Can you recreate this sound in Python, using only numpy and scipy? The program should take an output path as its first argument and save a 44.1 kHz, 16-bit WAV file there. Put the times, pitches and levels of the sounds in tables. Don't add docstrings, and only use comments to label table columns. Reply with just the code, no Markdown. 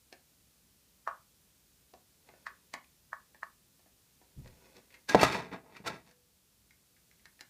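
import sys
import numpy as np
from scipy import signal
from scipy.fft import rfft, irfft, next_fast_len
from scipy.io import wavfile

SR = 44100
rng = np.random.default_rng(int(sys.argv[2]) if len(sys.argv) > 2 else 0)


def int16_out(signal):
    q = np.round(np.clip(np.atleast_2d(signal).T, -1, 1) * 32767)
    wavfile.write(sys.argv[1], SR, q.astype(np.int16))


N = 330309
TIME = np.arange(N) / SR
HIT_TIME = TIME[:16384]


def undb(db):
    return 10 ** (np.asarray(db) / 20)


def unit(x):
    return x / np.sqrt(np.mean(x ** 2))


def add(out, s, x):
    i = int(s * SR)
    out[i:i + len(x)] += x[:N - i]


def colour(x, points):
    size = 4096
    hz, db = np.transpose(points)
    bin_hz = np.arange(size // 2 + 1) * SR / size
    gain = undb(np.interp(np.log(bin_hz + 1), np.log(hz), db))
    cepstrum = irfft(np.log(unit(gain)))
    cepstrum[1:size // 2] *= 2
    cepstrum[size // 2 + 1:] = 0
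    return signal.fftconvolve(x, irfft(np.exp(rfft(cepstrum))))[:len(x)]


def lowpass(x, hz, order=2):
    return signal.sosfilt(signal.butter(order, min(hz, SR / 2 - 1), fs=SR, output="sos"), x)


def highpass(x, hz, order=2):
    return signal.sosfilt(signal.butter(order, hz, "high", fs=SR, output="sos"), x)


def shelves(x, low_db, high_db, low_hz=1000, high_hz=3200):
    size = next_fast_len(len(x) + 2048)
    hz, spectrum = np.arange(size // 2 + 1) * SR / size, rfft(x, size)
    low, below = (irfft(spectrum / (1 + (hz / edge) ** 6), size)[:len(x)] for edge in (low_hz, high_hz))
    return low * undb(low_db) + below - low + (x - below) * undb(high_db)


def resonate(x, peaks):
    return sum(undb(db) * signal.lfilter(*signal.iirpeak(hz, hz / width, fs=SR), x)
               for hz, width, db in peaks)


def ring(modes, pitch=1):
    return sum(undb(db) * np.sin(2 * np.pi * hz * pitch * HIT_TIME)
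               * np.exp(-np.log(1000) * HIT_TIME / t60) for hz, t60, db in modes)


def crack(fall_s):
    burst = rng.standard_normal(len(HIT_TIME)) * np.exp(-HIT_TIME / fall_s)
    return burst / np.linalg.norm(burst)


def grains(rate, spread_db):
    impulses = (rng.random(N) < rate / SR) * rng.standard_normal(N)
    return unit(impulses * undb(spread_db * np.minimum(rng.exponential(size=N), 4)))


def stroke(start_s, attack_s, release_s, release_power=2.22):
    t = TIME - start_s
    return np.clip(t / attack_s, 0, 1) * np.clip(1 - (t - attack_s) / release_s, 0, 1) ** release_power


def strokes(table):
    return sum(undb(db) * stroke(s, attack_s, release_s) for s, db, attack_s, release_s in table)


# (frequency [Hz], level [dB])
FLOOR_SPECTRUM = [(15, -59.5), (25, -23.5), (39, -14), (59, 2), (82, -5), (183, -5), (305, -12.5),
                  (340, -12.5), (482, -14.5), (703, -19.5), (2170, -21), (2360, -19.5), (5010, -17.5),
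                  (14300, -19), (15500, -20.5)]

def noise_floor(level_db=-67):
    return undb(level_db) * unit(colour(rng.standard_normal(N), FLOOR_SPECTRUM))


# (frequency [Hz], level [dB])
PLASTIC_SPECTRUM = [(100, -32), (260, -4), (650, -0.5), (1350, -6), (1850, 2.5), (2500, -2.5), (3200, -10),
                    (4300, -7), (7000, -15), (10000, -25), (15000, -32)]
# (frequency [Hz], bandwidth [Hz], gain [dB])
SHELL_RESONANCES = [(352.3, 44, 3), (615, 7, 14), (1785, 96, 7), (2560, 230, -10), (4050, 310, 4)]
# (time [s], level [dB], bass [dB], treble [dB])
TICKS = [(0.127, -33, 2, -0.5), (1.9385, -48.5, 19.5, 6), (2.2899, -38.5, 6.5, -11),
         (2.338, -46, 10.5, -17), (2.4657, -30.5, -28, -5), (2.7382, -28.5, -14, 9.5),
         (2.74, -19.5, -4.5, -29), (3.347, -45, 8, -7), (3.7944, -55, 8.5, 3), (3.861, -62, 19.5, -6),
         (4.2161, -53.5, 12.5, -11), (4.4594, -46, 15, -5), (4.476, -45.5, -2, 5), (4.7681, -44, -1, 7),
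         (5.7506, -33.5, -8, -11), (6.112, -45, 0, 4.5), (7.256, -37.5, -8.5, 0.5),
         (7.393, -41, -10.5, -10), (7.4092, -34.5, -1, 9.5)]

def ticks(fall_s=0.0034, chatter_db=6, strike_db=3, lead_db=-8, lead_s=0.0047):
    contact = np.zeros(N)
    for s, db, low_db, high_db in TICKS:
        push = undb(chatter_db) * crack(fall_s)
        push[0] += undb(strike_db)
        lead = undb(lead_db) * crack(lead_s)[:1024][::-1]
        add(contact, s - len(lead) / SR, undb(db) * shelves(np.r_[lead, push], low_db, high_db))
    return colour(contact, PLASTIC_SPECTRUM) + resonate(contact, SHELL_RESONANCES)


# (frequency [Hz], T60 [s], level [dB])
COVER_MODES = [(643, 0.052, -17), (1084, 0.02, -9.5), (1230, 0.039, -25), (1182, 0.012, -2),
               (1365, 0.2, -28.5), (1487, 0.017, -12), (1684, 0.013, 1.5)]
# (time [s], level [dB], pitch [ratio], damping cutoff [Hz], edge [dB], room send [dB])
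SNAPS = [(1.0750, -19, 1.06, 1530, -5, 0.5), (2.4673, -25, 1.05, 2320, 4, -2),
         (3.1303, -24, 1.02, 1800, -6.5, -4), (3.4307, -23.5, 1.04, 1870, -4.5, -6.5)]

def snaps(band_ratio=2.27, edge_s=0.0048, swell_db=-8, swell_s=0.0044, swell_hz=1600):
    direct, to_walls = np.zeros((2, N))
    for s, db, pitch, cutoff_hz, edge_db, room_db in SNAPS:
        body = lowpass(ring(COVER_MODES, pitch), cutoff_hz, order=6)
        body = highpass(body, cutoff_hz / band_ratio, order=3)
        body /= np.abs(body).max()
        burst = crack(edge_s) * (1 - np.exp(-HIT_TIME / 0.00059))
        edge = undb(edge_db) * highpass(colour(burst, PLASTIC_SPECTRUM), 1500)
        rise = signal.fftconvolve(crack(swell_s)[::-1], body)
        swell = resonate(rise, [(swell_hz, 600, swell_db)])
        add(direct, s - len(HIT_TIME) / SR, undb(db) * swell)
        add(direct, s, undb(db) * (body + edge))
        add(to_walls, s, undb(db + room_db) * (body + undb(5.5) * edge))
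    return direct, to_walls


# (frequency [Hz], level [dB])
CLOTH_SPECTRUM = [(35, -45.5), (60, -8.5), (194, -2.5), (346, -1.5), (493, 1.5), (719, -9), (938, -5),
                  (1170, -14), (2230, -11.5), (2550, -10.5), (2970, -28), (4330, -13.5), (12000, -36),
                  (15600, -61)]
# (frequency [Hz], bandwidth [Hz], gain [dB])
CUFF_RESONANCES = [(920, 30, -4.5), (1470, 60, -4.5), (1959, 170, -4.5), (2490, 170, -1.5), (3420, 66, -3),
                   (5245, 100, -5), (6340, 200, -8.5)]
# (time [s], level [dB], attack [s], release [s])
SLEEVE_STROKES = [(2.18, -68.5, 0.094, 0.89), (4.19, -70, .04, 0.28), (4.37, -63.5, 0.091, 0.22),
                  (4.48, -62.5, 0.18, 0.46), (4.74, -58, 0.026, 0.064), (4.89, -66, 0.045, 0.16)]

def sleeve():
    fibres = grains(rate=3500, spread_db=3.5)
    rustle = colour(fibres, CLOTH_SPECTRUM) + undb(9) * resonate(fibres, CUFF_RESONANCES)
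    return undb(-3.5) * strokes(SLEEVE_STROKES) * rustle


# (time [s], level [dB], resonance [Hz], decay time [s])
GRAZES = [(2.843, -40.5, 2530, .005), (4.9048, -37.5, 2090, .006), (4.926, -38, 2100, 0.0059),
          (4.941, -27.5, 2028, .008), (6.7078, -37, 2057, 0.0032), (6.9657, -44, 2030, 0.0044),
          (7.113, -38.5, 2090, 0.0023), (7.1953, -43.5, 2110, .004)]

def grazes(rub_db=-8, ring_db=18, width_hz=220, thin_hz=1100):
    out = np.zeros(N)
    for s, db, hz, fall_s in GRAZES:
        slip = crack(fall_s)
        rub = undb(rub_db) * colour(slip, PLASTIC_SPECTRUM)
        add(out, s, undb(db) * highpass(rub + resonate(slip, [(hz, width_hz, ring_db)]), thin_hz))
    return out


# (frequency [Hz], level [dB])
RUMBLE_SPECTRUM = [(20, -3), (60, 4), (130, -1.5), (210, -1.5), (350, -17), (900, -42)]
# (time [s], level [dB], attack [s], release [s])
BUMPS = [(4.358, -46, 0.034, 0.057), (4.43, -54.5, .035, 0.083)]

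def bumps():
    return strokes(BUMPS) * colour(rng.standard_normal(N), RUMBLE_SPECTRUM)


# (time [s], level [dB], attack [s], release [s], bass [dB], treble [dB])
DRAGS = [(5.08, -35, 0.031, 0.25, -4, -6), (5.15, -23.5, .09, .23, -7.5, -6),
         (5.31, -37.5, 0.083, 0.18, 0, -9), (5.505, -38, 0.027, 0.1, 2, -14),
         (5.61, -63, 0.054, 0.52, 9, -11), (5.69, -54.5, 0.087, .07, -19, -5),
         (5.838, -37.5, 0.034, 0.18, -0.5, -8.5), (5.92, -66.5, 0.028, 0.12, -14, 8),
         (6.039, -61, 0.04, 0.098, -2.5, 1)]

def drags(rattle_db=-7, dulling_db_per_db=0.25):
    friction = grains(rate=5000, spread_db=2) + undb(rattle_db) * grains(rate=160, spread_db=1)
    force = np.zeros(N)
    for s, db, attack_s, release_s, low_db, high_db in DRAGS:
        span = slice(int(s * SR), int((s + attack_s + release_s) * SR))
        pull = stroke(s, attack_s, release_s)[span]
        dulling_db = dulling_db_per_db * 20 * np.log10(pull + 1e-6)
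        add(force, s, undb(db) * shelves(pull * friction[span], low_db, high_db + dulling_db))
    return force


# (time [s], level [dB], decay time [s], bass [dB], treble [dB], squeak [Hz], squeak gain [dB])
SKIDS = [(5.0948, -30, 0.0071, -8, 4, 1604, 27), (5.197, -23.5, 0.0066, -8, -17, 2640, 23),
         (5.214, -22, 0.0058, 2.5, 1.5, 4352, 20), (5.2341, -13.5, 0.009, -1.5, -1.5, 1217, 23.5),
         (5.3259, -26.5, 0.007, -7, -5.5, 2090, 22), (5.348, -28.5, 0.021, -2, -7.5, 491, 16.5),
         (5.768, -37, 0.0053, -20, -10.5, 2320, 20), (5.866, -30.5, 0.0051, -6, -7, 673, 27),
         (5.8757, -28.5, 0.0083, -17, 0.5, 1350, 22.5)]

def skids(rise_share=0.57, squeak_width_hz=45):
    slips = grains(rate=14000, spread_db=-5)
    t = HIT_TIME - HIT_TIME[-1] / 2
    force, squeaks = np.zeros((2, N))
    for s, db, fall_s, low_db, high_db, squeak_hz, squeak_db in SKIDS:
        start_s = s + t[0]
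        i = int(start_s * SR)
        envelope = np.exp(np.minimum(t / rise_share, -t) / fall_s)
        burst = undb(db) * slips[i:i + len(t)] * envelope
        add(force, start_s, shelves(burst, low_db, high_db))
        add(squeaks, start_s, resonate(burst, [(squeak_hz, squeak_width_hz, squeak_db)]))
    return force, squeaks


# (frequency [Hz], level [dB])
SCRAPE_SPECTRUM = [(35, -43), (60, -12.5), (135, -3), (272, -1), (368, -4.5), (559, -5.5), (657, -7.5),
                   (1100, -5.5), (1230, -15), (1520, -10.5), (2530, -10.5), (2910, -26), (3580, -12.5),
                   (5320, -18), (15500, -46)]
# (frequency [Hz], bandwidth [Hz], gain [dB])
CASE_RESONANCES = [(377, 7, 3), (429.8, 18, 0), (482.1, 14, -5), (655, 21, 0.5), (860, 84, -5),
                   (1235, 43, -6.5), (1340, 25, -9.5), (1626, 25, -5), (1900, 130, -11.5), (2280, 100, -11),
                   (2540, 110, -11.5), (3570, 130, -13), (4330, 130, -10.5), (5231, 60, -9.5),
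                   (5920, 70, -14), (7130, 30, -15.5)]
# (time [s], level [dB])
CLACKS = [(5.2141, -6), (5.2317, -3), (5.2391, -14), (5.2484, -5), (5.263, -14.5), (5.325, -32),
          (5.353, -21), (5.374, -19)]

def scrape(ring_db=16, lift_s=6.09):
    drag_force = drags()
    skid_force, squeaks = skids()
    force = drag_force + skid_force
    for s, db in CLACKS:
        force[int(s * SR)] += undb(db)
    out = colour(force, SCRAPE_SPECTRUM) + undb(ring_db) * resonate(force, CASE_RESONANCES) + squeaks
    fade = np.sqrt(1 - HIT_TIME / HIT_TIME[-1])
    add(out, lift_s, ring([(491, 1.15, -64)]) * fade)
    return undb(-3.5) * out


# (frequency [Hz], T60 [s], level [dB])
TABLE_MODES = [(131.4, 0.396, -28.5), (208, 0.088, -12.5), (391, 0.7, -40), (420, 0.15, -35),
               (510, .06, -14), (638.5, 0.02514, -4.5), (830, 0.014, 0), (873, 0.31, -25.5),
               (1316, 0.27, -33), (1560, .012, -10)]
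# (time [s], level [dB], contact time [s])
THUDS = [(5.1471, 0, 0.000098), (5.1496, -2, 0.00095), (5.1537, -3, 0.0008), (5.2313, -3, 0.00034),
         (5.2341, -12.5, 0.00041), (5.802, -42, 0.0023), (5.893, -41, 0.0015), (5.928, -46, 0.0018)]

def thuds(edge_db=-3, edge_s=0.0031, radiate_hz=130, hard_s=0.0011):
    out = np.zeros(N)
    for s, db, contact_s in THUDS:
        push = np.sin(np.pi * np.minimum(HIT_TIME / contact_s, 1))
        vibration = signal.fftconvolve(push, ring(TABLE_MODES))[:len(push)]
        body = highpass(vibration, radiate_hz)
        hardness = min(hard_s / contact_s, 1)
        edge = undb(edge_db) * hardness * colour(crack(edge_s), PLASTIC_SPECTRUM)
        add(out, s, undb(db) * (body / np.abs(body).max() + edge))
    return out


def room(x, wet_db, mid_t60, low_t60=0.4, high_t60=0.12, gap_s=0.0058, high_db=-4):
    t = TIME[:SR // 2]
    density = np.minimum(0.032 + (t / 0.07) ** 2, 1)
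    arrivals = (rng.random(len(t)) < density) * (t > gap_s)
    echoes = arrivals * rng.choice([-1, 1], len(t)) / np.sqrt(density)
    low, below = lowpass(echoes, 310), lowpass(echoes, 2300, order=1)
    fade_low, fade_mid, fade_high = (np.exp(-np.log(1000) * t / t60)
                                     for t60 in (low_t60, mid_t60, high_t60))
    tail = low * fade_low + (below - low) * fade_mid + undb(high_db) * (echoes - below) * fade_high
    return undb(wet_db) * signal.fftconvolve(x, tail / np.linalg.norm(echoes * fade_mid))[:N]


def scene():
    snap, snap_to_walls = snaps()
    handling = ticks() + grazes() + sleeve() + bumps()
    table = thuds() + scrape()
    to_walls = snap_to_walls + undb(2) * handling
    shaded = shelves(to_walls, low_db=-5, high_db=-6.5, low_hz=1080, high_hz=1750)
    walls = room(shaded, wet_db=0, mid_t60=0.25) + room(table, wet_db=-8.5, mid_t60=0.21)
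    return (snap + handling + table + walls + noise_floor())[None]


def record(dry, knee_db=-12, duck_share=0.3, ceiling=0.75, top_hz=15400):
    over_db = np.maximum(20 * np.log10(np.abs(dry[0]) + 1e-9) - knee_db, 0)
    leak_db = 6.5 * TIME
    held_db = np.maximum.accumulate(over_db + leak_db) - leak_db
    gain = undb(-duck_share * lowpass(held_db, 60, order=1))
    rounded = ceiling * np.tanh(dry * gain / ceiling)
    return signal.sosfilt(signal.ellip(10, 0.1, 70, top_hz, fs=SR, output="sos"), rounded)


dry = scene()
out = record(dry)
int16_out(out)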